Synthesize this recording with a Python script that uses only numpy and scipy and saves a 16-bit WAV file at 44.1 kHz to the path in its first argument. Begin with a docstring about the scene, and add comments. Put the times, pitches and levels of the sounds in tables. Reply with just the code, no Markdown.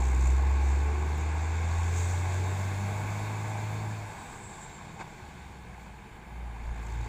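"""Diesel truck pulling away

A heavy truck on an open road climbs through one gear, the driver lifts off, the revs sink during the change
and the next gear takes the load. Sine waves locked to the firing rate make the exhaust boom and its orders.
Coloured noise, pulsing with the firings, makes roar, clatter and hissing air. Gliding tones make the whines.
Short bursts make a knock and a tick; more noise makes wind, road rumble and distant hiss."""
import sys
import numpy as np
from scipy import signal
from scipy.fft import rfft, irfft, next_fast_len
from scipy.io import wavfile
from scipy.ndimage import uniform_filter1d, map_coordinates

SR = 44100
rng = np.random.default_rng(int(sys.argv[2]) if len(sys.argv) > 2 else 0)


def transcribe(u):
    """Save the signal u as a 16-bit wav file named by the first command-line argument.

    u: samples, shape (n,) or (channels, n), limited to [-1, 1]; the rate is SR.
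    q: integer samples, one column per channel.
    """
    v = np.clip(np.atleast_2d(u).T, -1, 1)
    q = np.round(v * 32767).astype(np.int16)
    wavfile.write(sys.argv[1], SR, q)


N = 312228
T = np.arange(N) / SR  # time of each sample, s

# Noise of the truck over time: start_s [s], roar_db [dB], rasp_db [dB], clatter_db [dB]
TRUCK_NOISE = [(0.0, -44, -47, -58.5), (0.7, -44, -47, -58), (1.63, -44, -46, -55.5), (2.44, -43, -46, -55),
               (3.27, -42.5, -46.5, -56), (3.7, -44, -48, -57.5), (4.53, -50, -53.5, -62),
               (6.0, -54.5, -57, -67.5), (6.3, -53, -56.5, -69.5), (7.08, -49.5, -51.5, -61)]
# Noise colours, from body drone up to the highest treble: pitch_hz [Hz], relative level_db [dB per Hz]
DRONE_COLOUR = [(150, -39), (250, -1), (367, -1.5), (503, -1.5), (539, -17.5), (570, -13), (740, -42),
                (1250, -120)]
ROAR_COLOUR = [(320, -37), (550, -14), (600, -9), (672, -5.5), (863, 2), (935, -2), (1100, -5), (1310, -15),
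               (1700, -49), (2880, -120)]
RASP_COLOUR = [(760, -38), (1290, -9.5), (1510, 1.5), (1670, 1), (1860, -7), (2140, 0.5), (2260, -0.5),
               (2580, -4.5), (2950, -17.5), (3840, -61), (6490, -120)]
CLATTER_COLOUR = [(1710, -44), (2900, -11.5), (3150, -4.5), (3660, 1), (3870, -1.5), (4000, -6),
                  (4350, -1.5), (5160, -9), (5500, -7.5), (7150, -27), (12100, -120)]
HISS_COLOUR = [(3180, -41), (5400, -11), (5900, -4.5), (6570, 1.5), (7440, 3), (8340, -4.5), (9300, -23),
               (12100, -56), (20500, -120)]
SIZZLE_COLOUR = [(5410, -32), (9200, 0), (9650, -3), (10600, -1.5), (11800, -7), (12300, -9), (13400, -3),
                 (14400, -10), (14900, 0), (15500, -6)]


def truck():
    """One engine phase drives the exhaust and gear tones and the pulsing of the engine and air noise."""
    # The engine pulls, is let off, sinks and takes the next gear: start_s [s], firing_hz [Hz], boom_db [dB]
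    engine = [(0.0, 63.9, -26), (0.28, 63.8, -22), (0.44, 68.36, -24.5), (0.7, 68.4, -24),
              (0.94, 73.2, -28), (1.31, 76.9, -29.5), (1.56, 81.56, -29.5), (1.81, 83.93, -27.5),
              (2.12, 88.75, -28.5), (2.7, 96.6, -31.5), (3.31, 105.3, -34.5), (3.92, 106.8, -35),
              (4.05, 104.7, -40.5), (4.14, 102.8, -53), (5.13, 76.94, -68), (5.24, 72.5, -52.5),
              (5.9, 57.65, -48), (6.13, 54.4, -58), (6.29, 58.4, -54), (6.33, 58.6, -43),
              (6.47, 58.8, -36.5), (6.56, 55.5, -39.5), (6.7, 57, -35), (6.87, 55.5, -38),
              (7.0, 57.2, -31.5), (7.08, 55, -38.5)]
    # Pulsing of the air with each firing: start_s [s], depth [0-1]
    chuff_depth = [(0, 0.36), (.4, 0.35), (.55, 0.06), (1.5, 0.13), (2.5, 0.05), (6.3, 0), (6.7, 0.16),
                   (7.08, 0.32)]
    # A wavering whine: start_s [s], pitch_hz [Hz], level_db [dB]
    whine = [(1.7, 570, -66), (2.15, 595, -55), (2.6, 611, -52.5), (3.1, 622.7, -55.5), (3.8, 620, -52.5),
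             (4.0, 603, -56), (4.2, 565.5, -64)]
    hz, boom_db = curves(engine)
    phase = 2 * np.pi * np.cumsum(hz) / SR  # one turn of this phase per firing
    depth, = curves(chuff_depth)
    depth = np.clip(depth, 0, 1)
    surge = wobble(9)  # unsteady flow moves all the air noise together
    hiss_spurts, sizzle_spurts = air_spurts()
    out = exhaust(phase, hz, boom_db, engine_load()) + engine_block(phase)
    out += valves(phase, depth, surge, hiss_spurts)
    out += escaping_air(phase, depth, surge, hiss_spurts, sizzle_spurts) + boost_vent()
    return out + timing_gear(phase) + tone(whine, 1.7, 0.63)


def exhaust(phase, hz, boom_db, load_db):
    """The firing rate booms almost as a sine; other shaft orders come up as they cross the pipe's resonances."""
    # Resonances of the pipe: pitch_hz [Hz], width_hz [Hz], relative level_db [dB]
    pipe_resonances = [(54.5, 26, -5.5), (114, 28, 0.5), (305, 58, -8), (331, 21, -6.5), (370.2, 8.4, 2.5),
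                       (433.3, 7.5, -0.5), (496, 17, -9), (820, 37, -9.5), (1088, 31, -7.5)]
    # What the pipe passes at twice the firing rate: pitch_hz of the partial [Hz], level_db over the boom [dB]
    second_passed = [(110, -12), (114, -9), (118, -19), (128, -20), (136, -29), (150, -18.5), (175, -30),
                     (197, -14), (212, -19)]
    # The same at three halves of the firing rate: pitch_hz of the partial [Hz], level_db over the boom [dB]
    half_passed = [(84, -19.5), (96, -40), (103, -25.5), (122, -28), (140, -21), (156, -14), (162, -17)]
    second_db = boom_db + np.interp(2 * hz, *np.transpose(second_passed))
    half_db = boom_db + np.interp(3 / 2 * hz, *np.transpose(half_passed))
    out = amp(boom_db + 0.34 * wobble(14)) * np.sin(phase)

    # These upper partials swell briefly during the change
    blip = amp(-50) * bell(4.95, 0.095)
    second_gain = (amp(second_db) + blip) * amp(1.9 * wobble(8.8))
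    out += second_gain * np.cos(2 * phase)  # sharpens the troughs, flattens the crests
    half_gain = (amp(half_db) + 0.63 * blip) * amp(2.03 * wobble(9.1))
    out += half_gain * (np.sin(3 / 2 * phase) + 0.26 * np.sin(phase / 2))

    for turn in range(2, 52):  # multiples of the shaft rate
        if turn in (3, 6):  # the firing rate and its double are already there
            continue
        order = turn / 3  # six cylinders fire three times per shaft turn
        power = sum(amp(2 * db) / (1 + (2 * (hz * order - centre) / width) ** 2)
                    for centre, width, db in pipe_resonances)
        pipe_gain = np.sqrt(power)
        uneven_db = -4.5 * (turn % 3 > 0)  # orders between the firing harmonics come from unlike cylinders
        drift = .07 * order * wobble(12)  # firing jitter smears the high orders most
        start = rng.uniform(0, 2 * np.pi)
        level = amp(load_db + uneven_db + 2.43 * wobble(4.106))
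        out += pipe_gain * level * np.sin(order * phase + drift + start)
    return np.sqrt(2) * out


def engine_load():
    """Level of the shaft orders before the pipe, in dB: fades with distance and drops with the throttle closed."""
    lift_s, resume_s, pedal_s = 4.03, 6.7, .3  # middle of closing, middle of opening, time of each travel
    start_db, fade_db_per_s, coast_db = -47, -1.6, -8.5
    closed = np.clip(np.minimum(T - lift_s, resume_s - T) / pedal_s + .5, 0, 1)
    return start_db + fade_db_per_s * T + coast_db * closed


def engine_block(phase):
    """Roar and rasp are noise pulsing gently with the firings; an unpulsed drone rises and falls with the roar."""
    drone_db = -8  # over the roar
    roar_db, rasp_db, _ = curves(TRUCK_NOISE)
    block = amp(roar_db) * rush(ROAR_COLOUR, 0.73, firings(phase, 0.14))
    block += amp(roar_db + drone_db) * rush(DRONE_COLOUR, 0.99)
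    return block + amp(rasp_db) * rush(RASP_COLOUR, 0.65, firings(phase, 0.051))


def valves(phase, depth, surge, hiss_spurts):
    """Valve clatter is mid-treble noise pulsing with the firings; the air spurts add to it."""
    share_db = -10.5  # share of a spurt heard in the clatter band
    clatter_db = curves(TRUCK_NOISE)[2]
    level = np.hypot(amp(clatter_db), amp(share_db) * hiss_spurts)
    return level * amp(0.57 * surge) * rush(CLATTER_COLOUR, 1.1, firings(phase, 0.23 * depth + 0.062))


def escaping_air(phase, depth, surge, hiss_spurts, sizzle_spurts):
    """Turbulent air gives hiss and a higher sizzle, both chuffing with the firings."""
    # Level of the highest treble without spurts: start_s [s], level_db [dB]
    top_level = [(0, -68.5), (1.6, -67.5), (2.3, -63.5), (3.04, -60.5), (3.5, -64), (4.1, -65.5),
                 (4.5, -72), (6.0, -75), (7.08, -71.5)]
    start_db, swing = -57.5, 1.3  # hiss level at the start; its level swings wider than the clatter's
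    clatter_db = curves(TRUCK_NOISE)[2]
    hiss = np.hypot(amp(start_db + swing * (clatter_db - clatter_db[0])), hiss_spurts)
    sizzle = np.hypot(amp(curves(top_level)[0]), sizzle_spurts)
    chuff = firings(phase, depth)
    air = hiss * amp(0.77 * surge) * rush(HISS_COLOUR, 1.35, chuff)
    return air + sizzle * amp(0.5 * surge) * rush(SIZZLE_COLOUR, 1.9, 0.36 * chuff + 0.65)


def air_spurts():
    """Loudness curves, for hiss and for sizzle, of spurts of air that rise and fall exponentially."""
    # Spurts of air: peak_s [s], rise_s [s], fall_s [s], hiss_db [dB], sizzle_db [dB]
    spurt_rows = [(.35, .9, .07, -52.5, -66), (0.689, .08, 0.077, -55.5, -75), (1.74, 0.054, .15, -55, -68),
                  (1.97, 0.063, 0.26, -46.5, -61), (5.8, .03, .08, -70, -72)]
    hiss = sum(amp(hiss_db) * spurt(s, rise, fall) for s, rise, fall, hiss_db, _ in spurt_rows)
    sizzle = sum(amp(sizzle_db) * spurt(s, rise, fall) for s, rise, fall, _, sizzle_db in spurt_rows)
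    return hiss, sizzle


def boost_vent():
    """Boost air let off as the throttle closes: a noise jet that sinks in pitch as the pressure falls."""
    # Colour of the jet at the end of its sinking: pitch_hz [Hz], relative level_db [dB per Hz]
    nozzle = [(3650, -43), (6200, -18), (7500, 15), (7760, 0), (8030, 0), (8600, -5), (11200, -44),
              (18900, -120)]
    vent_s, width_s, level_db = 4.47, 0.26, -55.5
    early = np.clip(.5 - (T - vent_s) / (2 * width_s), 0, 1)
    higher = [(hz * 1.07, db) for hz, db in nozzle]  # the jet starts this much higher
    # Crossfade from the higher colour to the lower one
    jet = np.sqrt(early) * rush(higher, 1.5) + np.sqrt(1 - early) * rush(nozzle, 1.5)
    return bell(vent_s, width_s) * amp(level_db + 1.7 * wobble(23)) * jet


def timing_gear(phase):
    """Gear teeth meshing 22 times per firing make a whine that follows the revs."""
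    # Level of the timing gear: start_s [s], level_db [dB]
    gear_level = [(2.0, -78), (2.2, -70), (2.5, -61), (3.1, -54), (3.8, -64), (4.1, -82)]
    level = amp(curves(gear_level)[0] + 3 * wobble(8))
    return level * np.sin(phase * 66 / 3 + 2.0 * wobble(30))


def puffs():
    """Brief noise bursts swell and die within hundredths of a second: a knock of the gear change, a tick."""
    # Bursts: middle_s [s], spread_s [s], then body_db, roar_db, rasp_db, treble_db, top_db [all dB]
    bursts = [(5.011, .012, -49, -41, -45, -58, -78), (1.18, .0005, -80, -80, -80, -64, -50)]
    treble = rush(CLATTER_COLOUR, 0) + rush(HISS_COLOUR, 0)
    bands = rush(DRONE_COLOUR, 0), rush(ROAR_COLOUR, 0), rush(RASP_COLOUR, 0), treble, rush(SIZZLE_COLOUR, 0)
    return sum(bell(s, spread) * (amp(levels_db) @ bands) for s, spread, *levels_db in bursts)


def roadside():
    """Noise bands give wind on the microphone, tyre and traffic rumble and distant hiss; a faint note sinks."""
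    # Colours of wind, road rumble, traffic and steady distant hiss: pitch_hz [Hz], relative level_db [dB per Hz]
    buffet = [(8.8, -33), (15, -3), (27, -7), (60, -2), (78, -28), (130, -120)]
    rumble = [(24, -30), (40, -3.5), (129, -1.5), (156, -2.5), (220, -5), (290, -24), (480, -120)]
    traffic = [(53, -34), (90, -4.5), (200, -2.5), (275, -22), (363, -13), (404, -21), (450, -12.5),
               (640, -21), (830, -58), (1410, -120)]
    far_hiss = [(1470, -35), (2500, -17), (2620, -2), (2850, 5.5), (3140, 7), (5080, -34), (9430, -4.5),
                (10600, -23), (15500, -17)]
    # Wind gusts: middle_s [s], width_s [s], level_db [dB]
    gusts = [(.24, .08, -44), (1.8, .1, -50), (6.7, 0.075, -43), (7.08, .05, -41)]
    # A faint sinking note: start_s [s], pitch_hz [Hz], level_db [dB]
    hum = [(4.8, 206, -61), (5.2, 198.5, -60), (5.7, 190.3, -61), (5.9, 187, -64)]
    roar_db = curves(TRUCK_NOISE)[0]
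    rumble_db = -47 + 0.54 * (roar_db - roar_db[0])  # level at the start; partly follows the roar
    wind = amp(-59.5) + sum(amp(db) * bell(s, width) for s, width, db in gusts)  # steady breeze plus gusts
    out = wind * amp(1.1 * wobble(10)) * rush(buffet, 0)
    out += amp(rumble_db) * rush(rumble, 0.7) + amp(-57) * rush(traffic, 1.5)
    return out + tone(hum, 1.85, 0.34) + amp(-70.0) * rush(far_hiss, .6)


def firings(phase, depth):
    """A gain that pulses once per firing, each firing at its own strength."""
    count = (phase / (2 * np.pi)).astype(int)
    size = amp(4.4 * rng.standard_normal(count[-1] + 1))[count]
    pulse = size * np.sin(phase / 2) ** 2 * 2 - 1
    return (1 + depth * pulse) / np.sqrt(1 + depth ** 2 / 2)


def rush(spectrum, patchy_db, pulsing=1):
    """Coloured noise of rms 1 with random gain over patches of time and pitch, like turbulent flow."""
    z = signal.stft(rng.standard_normal(N) * pulsing, nperseg=512)[2]
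    patches = uniform_filter1d(rng.standard_normal(z.shape), 5, 0)  # smooth over pitch
    patches = uniform_filter1d(patches, 8, 1)  # smooth over time
    noise = signal.istft(z * amp(patchy_db * unit(patches)), nperseg=512)[1][:N]
    f, db = np.transpose(spectrum)
    return unit(filtered(noise, lambda hz: amp(np.interp(np.log(hz + 1), np.log(f + 1), db))))


def tone(rows, waver_db, blur):
    """A gliding, slightly unsteady sine that sounds only over the span of its rows."""
    hz, db = curves(rows)
    gate = np.clip(np.minimum(T - rows[0][0], rows[-1][0] - T) / 0.05, 0, 1)
    level = np.sqrt(2) * gate * amp(db + waver_db * wobble(8))
    return level * np.sin(2 * np.pi * np.cumsum(hz) / SR + blur * wobble(16))


def bell(s, width):
    """A smooth swell around s."""
    return np.exp(-.5 * ((T - s) / width) ** 2)


def spurt(s, rise, fall):
    """Exponential rise to s, exponential fall after it."""
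    return np.exp(-np.abs(T - s) / np.where(T < s, rise, fall))


def wobble(rate):
    """A smooth random curve through rate random points a second."""
    return map_coordinates(rng.standard_normal(int(N * rate / SR) + 4), [T * rate])


def curves(rows):
    """One value per sample for each column after the time."""
    s, *cols = np.transpose(rows)
    return [np.interp(T, s, c) for c in cols]


def filtered(x, response):
    """Shape the spectrum of x by a response that depends on frequency."""
    m = next_fast_len(N + SR // 4)  # spare room so the filter's tail does not wrap around
    return irfft(rfft(x, m) * response(np.fft.rfftfreq(m, 1 / SR)), m)[..., :N]


def amp(db):
    """Decibels to a plain gain."""
    return 10 ** (np.asarray(db) / 20)


def unit(x):
    """Scale x to an rms of 1."""
    return x / np.sqrt(np.mean(x ** 2) + 1e-20)


def scene():
    """The truck, the short bursts and the roadside together, in one channel."""
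    return (truck() + puffs() + roadside())[None]


def record(dry):
    """Cavities around the microphone lift a few narrow bands; nothing passes above the band limit."""
    # Narrow resonances around the microphone: pitch_hz [Hz], width_hz [Hz], added gain [plain factor]
    housing = [(812, 9.8, 0.071), (1086, 17, 0.11), (1680, 51, 0.15), (3610, 105, 0.22), (6900, 32, 0.18),
               (7020, 90, .3), (7420, 90, .25), (7560, 66, 0.19), (8300, 110, 0.16), (10350, 340, 0.33),
               (13000, 260, .4), (13650, 320, 0.54), (15500, 400, 0.32)]
    top_hz = 15520

    def response(f):
        lift = 1 + sum(gain * 1j * f * w / (c * c - f * f + 1j * f * w) for c, w, gain in housing)
        return lift * (f < top_hz)

    return filtered(dry, response)


dry = scene()
out = record(dry)
transcribe(out)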